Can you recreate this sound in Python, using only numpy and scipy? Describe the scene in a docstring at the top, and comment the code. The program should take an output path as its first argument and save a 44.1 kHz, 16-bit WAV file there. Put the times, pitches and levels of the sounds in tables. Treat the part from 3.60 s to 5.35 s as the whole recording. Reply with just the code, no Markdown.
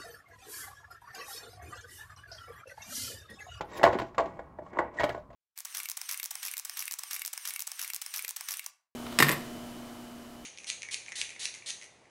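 """Small room, close to a phone: a hard plastic cover is flexed and pushed onto a machine frame.
Knocks ring the decaying modes of the hollow shell and add noise cracks in the treble.
Its edge scrapes as random grains through the same modes plus hiss, and squeaks twice as wavering tones.
Dull thumps ring two low frame modes; steady room noise and a low hum lie under it."""
import sys
import numpy as np
from scipy import signal
from scipy.fft import rfft, irfft
from scipy.io import wavfile
from scipy.ndimage import uniform_filter1d

SR = 44100
rng = np.random.default_rng(int(sys.argv[2]) if len(sys.argv) > 2 else 0)


def persist_wave(psi):
    """Save psi, clipped to +-1, as 16-bit WAV."""
    counts = np.round(np.clip(psi, -1, 1) * 32767).astype(np.int16)
    wavfile.write(sys.argv[1], SR, np.atleast_2d(counts).T)


N = 77175


def undb(db):
    """Amplitude ratio of a level in dB."""
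    return 10 ** (np.asarray(db) / 20)


def level(x, db):
    """Set the RMS level."""
    return x * undb(db) / np.sqrt(np.mean(x ** 2))


def fade(t60_s, size):
    """Exponential decay, 60 dB in t60_s."""
    return np.exp(-np.log(1000) * np.arange(size) / (t60_s * SR))


def ring(x, hz, t60_s):
    """One decaying mode driven by x: a complex one-pole resonator."""
    pole = np.exp(2j * np.pi * hz / SR - np.log(1000) / (t60_s * SR))
    return signal.lfilter([1], [1, -pole], x).imag


def colour(x, table):
    """Filter x by (frequency [Hz], gain [dB]) points, linear in log frequency."""
    hz, db = np.array(table).T
    f = np.maximum(np.arange(len(x) // 2 + 1) * SR / len(x), 1)
    gain = undb(np.interp(np.log(f), np.log(hz), db))
    return irfft(rfft(x) * gain, len(x))


def train(times_s, gains):
    """Impulses at the given times."""
    return np.bincount((times_s * SR).astype(int), gains, N)[:N]


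def wander(rate_hz):
    """Twice-smoothed noise of RMS 1."""
    width = int(SR / rate_hz)
    once = uniform_filter1d(rng.standard_normal(N), width)
    return level(uniform_filter1d(once, width), 0)


# room noise spectrum: (frequency [Hz], relative density [dB per Hz])
FLOOR_SPECTRUM = [(25, 8), (60, 3), (150, 3), (300, -3), (600, -10), (1100, -5.5), (2200, -38),
                  (2800, -38.5), (8000, -44.5), (16000, -49)]
# hum bands: (frequency [Hz], width [Hz], level [dB])
HUM_BANDS = [(65.6, 50, -66.5)]
FLOOR_DB, FLOOR_SWAY_DB = -53, 1.2  # level before sway, RMS sway


def background():
    """Coloured room noise with a slow sway, plus narrow-band noise as a wavering low hum."""
    hush = level(colour(rng.standard_normal(N), FLOOR_SPECTRUM), FLOOR_DB)
    out = hush * undb(FLOOR_SWAY_DB * wander(4))
    for hz, width_hz, db in HUM_BANDS:
        t60_s = np.log(1000) / (np.pi * width_hz)
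        out = out + level(ring(rng.standard_normal(N), hz, t60_s), db)
    return out


# frame thumps: (time [s], low mode drive [dB], high mode drive [dB])
FRAME_THUMPS = [(0.243, -39, -31.5), (0.288, -50, -30), (0.386, -47, -34.5), (.585, -44.5, -50),
                (0.801, -45, -53), (.985, -62, -50.5), (1.196, -47.5, -49.5), (1.4, -41, -34.5),
                (1.49, -51, -37.5), (1.547, -53, -66)]
# frame modes, low and high: (frequency [Hz])
FRAME_MODES_HZ = [68, 118]
THUMP_T60_S, THUMP_PUSH_S = 0.33, 0.0077


def thumps():
    """Slow pushes ring the two low modes of the frame."""
    times_s, *drives_db = np.array(FRAME_THUMPS).T
    push = np.hanning(int(THUMP_PUSH_S * SR))
    push = push / push.sum()
    out = np.zeros(N)
    for hz, db in zip(FRAME_MODES_HZ, drives_db):
        pushes = signal.lfilter(push, 1, train(times_s, undb(db)))
        out += ring(pushes, hz, THUMP_T60_S)
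    return out


# squeaks: (start [s], length [s], mean pitch [Hz], level before break-up [dB], overtones re fundamental [dB])
SQUEAK_EVENTS = [(0.102, 0.12, 1847, -56, -9), (1.373, 0.05, 1906, -37, -31)]
SQUEAK_WOBBLE, SQUEAK_PATCHY_DB = 0.021, 6  # RMS: pitch fraction, level


def squeaks(t):
    """Short rubbing tones with a wavering pitch and a level that breaks up."""
    out = np.zeros(N)
    wobble = 1 + SQUEAK_WOBBLE * wander(340)
    for start_s, length_s, hz, db, over_db in SQUEAK_EVENTS:
        phase = 2 * np.pi * np.cumsum(hz * wobble) / SR
        overtones = np.sin(2 * phase) + 0.94 * np.sin(4 * phase)
        tone = np.sin(phase) + undb(over_db) * overtones
        swell = np.sin(np.pi * np.clip((t - start_s) / length_s, 0, 1))
        out += undb(db + SQUEAK_PATCHY_DB * wander(320)) * swell * tone
    return out


SHELL_LOW_HZ, SHELL_TOP_HZ = 190.6, 2580


def radiate(x):
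    """The shell sends out little below and above its main range."""
    band_hz = [SHELL_LOW_HZ, SHELL_TOP_HZ]
    return signal.sosfilt(signal.butter(3, band_hz, "bandpass", fs=SR, output="sos"), x)


AIR_HZ = 8300


def air(x, db):
    """Raise or lower everything above AIR_HZ."""
    low = signal.sosfilt(signal.butter(6, AIR_HZ, "lowpass", fs=SR, output="sos"), x)
    high = signal.sosfilt(signal.butter(6, AIR_HZ, "highpass", fs=SR, output="sos"), x)
    return low + undb(db) * high


# shell modes, also rung by knocks(): (nominal frequency [Hz], relative level [dB], t60 [s])
SHELL_MODES = [(228.3, -11, 0.03), (301.6, -18, 0.17), (364.4, -8.5, 0.1), (481.1, -3, 0.056),
               (538, -4, 0.054), (606.2, -1.5, 0.07), (673.4, -5.5, 0.11), (772, -2.5, 0.055),
               (853, -3.5, 0.05), (948, 3, 0.023), (1033.3, -6, 0.077), (1087.2, -5.5, 0.072),
               (1452.5, -8.5, 0.05), (1658, -9, 0.065), (1903, -3, 0.028), (2180, -10, 0.057)]
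# sliding of the edge: (time [s], body level [dB], hiss re body [dB])
SCRAPE_PATH = [(0, -51.5, -17), (0.059, -68.5, -5.5), (0.119, -48, -13), (0.188, -41, -8.5),
               (0.211, -47, -13), (0.298, -46.5, -9.5), (.37, -41, -24), (0.448, -52, -11.5),
               (.54, -68, -12), (0.619, -44.5, -19), (0.718, -52, -25), (.85, -61, -22), (.95, -62.5, -36),
               (1.029, -67.5, -15), (1.06, -60.5, -15.5), (1.11, -59, -20), (1.16, -42.5, -29.5),
               (1.24, -44.5, -37), (1.315, -54.5, -42), (1.345, -51.5, -18), (1.381, -44.5, -18),
               (1.421, -42, -22), (1.47, -48.5, -9.5), (1.529, -49, -12), (1.62, -69.5, -10),
               (1.75, -86, -31)]
# hiss spectrum of the edge: (frequency [Hz], relative density [dB per Hz])
RUB_SPECTRUM = [(1200, -4), (2300, 1.5), (3500, -4.5), (7600, -6.5), (8700, -10), (16000, -20)]
GRAINS_PER_S, GRAIN_SCATTER_DB = 3000, 4
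RUB_FLICKER_DB = 2.7  # RMS
RUB_AIR_DB_PER_DB, RUB_BRIGHT_DB = 2.5, -10  # brighter rub, more air; neutral point


def scrape(t):
    """Dense stick-slip grains ring the shell, and the edge hisses."""
    times_s, body_db, treble_db = np.array(SCRAPE_PATH).T
    body_db, treble_db = np.interp(t, times_s, body_db), np.interp(t, times_s, treble_db)
    sign_noise, size_noise, hiss_noise = rng.standard_normal((3, N))
    hits = rng.random(N) < GRAINS_PER_S / SR
    grains = hits * np.sign(sign_noise) * undb(GRAIN_SCATTER_DB * size_noise)
    modes = sum(undb(db) * ring(grains, hz, t60_s) for hz, db, t60_s in SHELL_MODES)
    body = level(radiate(modes), 0)
    hiss = level(colour(hiss_noise, RUB_SPECTRUM), 0) * undb(RUB_FLICKER_DB * wander(110))
    hiss = air(hiss, RUB_AIR_DB_PER_DB * (treble_db - RUB_BRIGHT_DB))
    return undb(body_db) * (body + undb(treble_db) * hiss)


# knocks: (time [s], nominal peak [dB], favoured pitch [Hz],
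#          low modes [dB], upper modes [dB], treble crack [dB]), last three re peak
KNOCK_EVENTS = [(0.008, -23, 830, 2, -1.5, -9), (0.194, -31.5, 610, 14, 13, -12),
                (0.213, -25.5, 850, 8, 4, -30), (0.231, -15.5, 933, -1.5, 5, -3.5),
                (0.238, -7, 659, 1.5, 2, -13), (0.25, -20.5, 600, 1, 11, -4),
                (0.259, -19.5, 613, 7, 2, -21), (0.265, -14, 990, 8, 0.5, -20),
                (0.275, -15, 1080, 6, -1, -23), (0.281, -20, 604, -18, -14, -18),
                (0.302, -30.5, 530, 11.5, 10, -24), (0.324, -32.5, 580, 14.5, 11, -5),
                (0.33, -21.5, 534, 6, -1.5, -14.5), (0.342, -29.5, 907, 5, 1, -9),
                (0.351, -23, 710, 15.5, 1.5, -28), (0.386, -26.5, 1060, 15.5, 7.5, -3.5),
                (0.397, -25, 990, 7.5, 2.5, -7.5), (0.416, -25, 700, 11.5, -4, -11.5),
                (0.545, -38.5, 890, 5, 5.5, -8.5), (0.5806, -15.5, 1100, -2, -1, -12),
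                (0.588, -17, 1096, -3, 4, -35), (0.597, -19, 682, -17.5, -2.5, -20.5),
                (0.603, -25.5, 1050, 11, -12, -11.5), (0.61, -25.5, 670, 1.5, -31, -37),
                (0.656, -35, 746, 19, 6, -7), (0.766, -41, 596, 11.5, -9, -19.5),
                (0.791, -29.5, 509, 2, 5.5, -21), (0.986, -28.5, 626, 6.5, -2.5, -33.5),
                (1.019, -42, 606, 13.5, 0, -29), (1.062, -38.5, 1120, -12.5, 1.5, -20),
                (1.131, -36.5, 510, 13.5, 7.5, -18), (1.171, -23.5, 988, 8.5, -27, -29),
                (1.187, -21, 1030, 6.5, 12.5, -13.5), (1.19, -15.5, 1002, 1.5, 3, -39),
                (1.203, -19, 1045, 0.5, -16, -32), (1.221, -29, 652, -13, -20, -38),
                (1.395, -21.5, 685, 1.5, 2, -10.5), (1.401, -24, 734, -21, 7, -6),
                (1.407, -23.5, 950, -20, 8.5, -8.5), (1.412, -28, 930, 7, 16, -18),
                (1.421, -32.5, 735, 7, 9, -5), (1.433, -19, 633, 3, 3, -9.5),
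                (1.439, -22, 620, -19, 11.5, -3), (1.446, -24.5, 620, -5, -3, -14),
                (1.474, -35, 620, -8, -18, -24), (1.491, -27.5, 623, 11.5, 1, -4),
                (1.499, -34.5, 595, 3, 18.5, -13), (1.546, -25.5, 1100, 2, 2, -24),
                (1.576, -33, 596, -2.5, -6.5, -19.5), (1.702, -41.5, 638, -2, 2, -15.5),
                (1.728, -45, 1100, -1, -14, -7.5)]
# mode group limits, low / middle / upper: (frequency [Hz])
MODE_GROUP_EDGES_HZ = [480, 1280]
# crack spectrum: (frequency [Hz], relative density [dB per Hz])
CRACK_SPECTRUM = [(1200, 0.5), (2300, -4), (3000, -5.5), (4800, -13), (6000, -18.5), (7600, -10),
                  (8700, -33.5), (16000, -40)]
PARTIALS = 3  # close partials per mode
DETUNE, MODE_SCATTER_DB = 0.022, 2  # RMS per partial: pitch fraction, level
SHELL_DB = -17.5  # common mode gain
FAVOUR_DB, FAVOUR_OCTAVES = 11.5, 0.092  # boost of modes near the favoured pitch
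QUICK_T60_S, QUICK_DB = 0.0072, -4.5  # extra first instant
RISE_S, SOFTENING = 0.00044, 0.42  # rise constant at 0 dB peak; dB of rise time per dB under it
CRACK_T60_S, CRACK_DB = 0.055, 9.5
AIR_DB_PER_DB, HARD_DB = 1, -12  # brighter crack, more air; neutral point


def knocks():
    """Every knock rings the flexed shell a little differently and cracks in the treble."""
    t = np.arange(SR // 5) / SR
    hz, mode_db, t60_s = np.repeat(SHELL_MODES, PARTIALS, axis=0).T[:, :, None]
    group = np.searchsorted(MODE_GROUP_EDGES_HZ, hz)
    slow = np.exp(-np.log(1000) * t / t60_s)
    quick = undb(QUICK_DB) * fade(QUICK_T60_S, len(t))
    burst = fade(CRACK_T60_S, len(t))
    shell, crack = np.zeros(N + len(t)), np.zeros(N + len(t))
    for time_s, peak_db, pitch_hz, low_db, upper_db, treble_db in KNOCK_EVENTS:
        level_noise, tune_noise, sign_noise = rng.standard_normal((3, len(hz), 1))
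        start = int(time_s * SR)
        rise = 1 - np.exp(-t / (RISE_S * undb(-SOFTENING * peak_db)))

        # each mode swings either way; the first instant pushes all alike
        swing = np.repeat(np.sign(sign_noise[::PARTIALS]), PARTIALS, axis=0)
        decay = swing * slow + quick
        favour_db = FAVOUR_DB * np.exp(-(np.log2(hz / pitch_hz) / FAVOUR_OCTAVES) ** 2)
        group_db = np.array([low_db, 0, upper_db])[group]
        scatter_db = MODE_SCATTER_DB * level_noise
        gains = undb(SHELL_DB + mode_db + peak_db + group_db + favour_db + scatter_db)
        tones = np.sin(2 * np.pi * hz * (1 + DETUNE * tune_noise) * t)
        shell[start:][:len(t)] += rise * np.sum(gains * decay * tones, axis=0)

        hiss = rng.standard_normal(len(t)) * burst * rise
        hiss = air(hiss, AIR_DB_PER_DB * (treble_db - HARD_DB))
        crack[start:][:len(t)] += hiss * undb(CRACK_DB + peak_db + treble_db)
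    return radiate(shell[:N]) + colour(crack[:N], CRACK_SPECTRUM)


ROOM_T60_S, ROOM_DELAY_S, ROOM_DB, ROOM_DULL_HZ = 0.26, 0.006, -15.5, 2390


def reverberate(near):
    """Room tail: convolution with delayed, decaying, dulled noise of unit energy."""
    late = np.arange(SR) > ROOM_DELAY_S * SR
    tail = rng.standard_normal(SR) * fade(ROOM_T60_S, SR) * late
    tail = signal.lfilter(*signal.butter(1, ROOM_DULL_HZ, fs=SR), tail)
    return undb(ROOM_DB) * signal.fftconvolve(near, tail / np.sqrt(np.sum(tail ** 2)))[:N]


def scene():
    """Sum the near sources, their room tail and the background; one channel."""
    t = np.arange(N) / SR
    near = thumps() + squeaks(t) + scrape(t) + knocks()
    return (background() + near + reverberate(near))[None]


MIC_LOW_HZ, TOP_HZ = 44.7, 15900


def record(dry):
    """The phone cuts the deepest bass and the top."""
    thin = signal.sosfilt(signal.butter(2, MIC_LOW_HZ, "highpass", fs=SR, output="sos"), dry)
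    return signal.sosfilt(signal.ellip(10, 0.2, 70, TOP_HZ, fs=SR, output="sos"), thin)


dry = scene()
out = record(dry)
persist_wave(out)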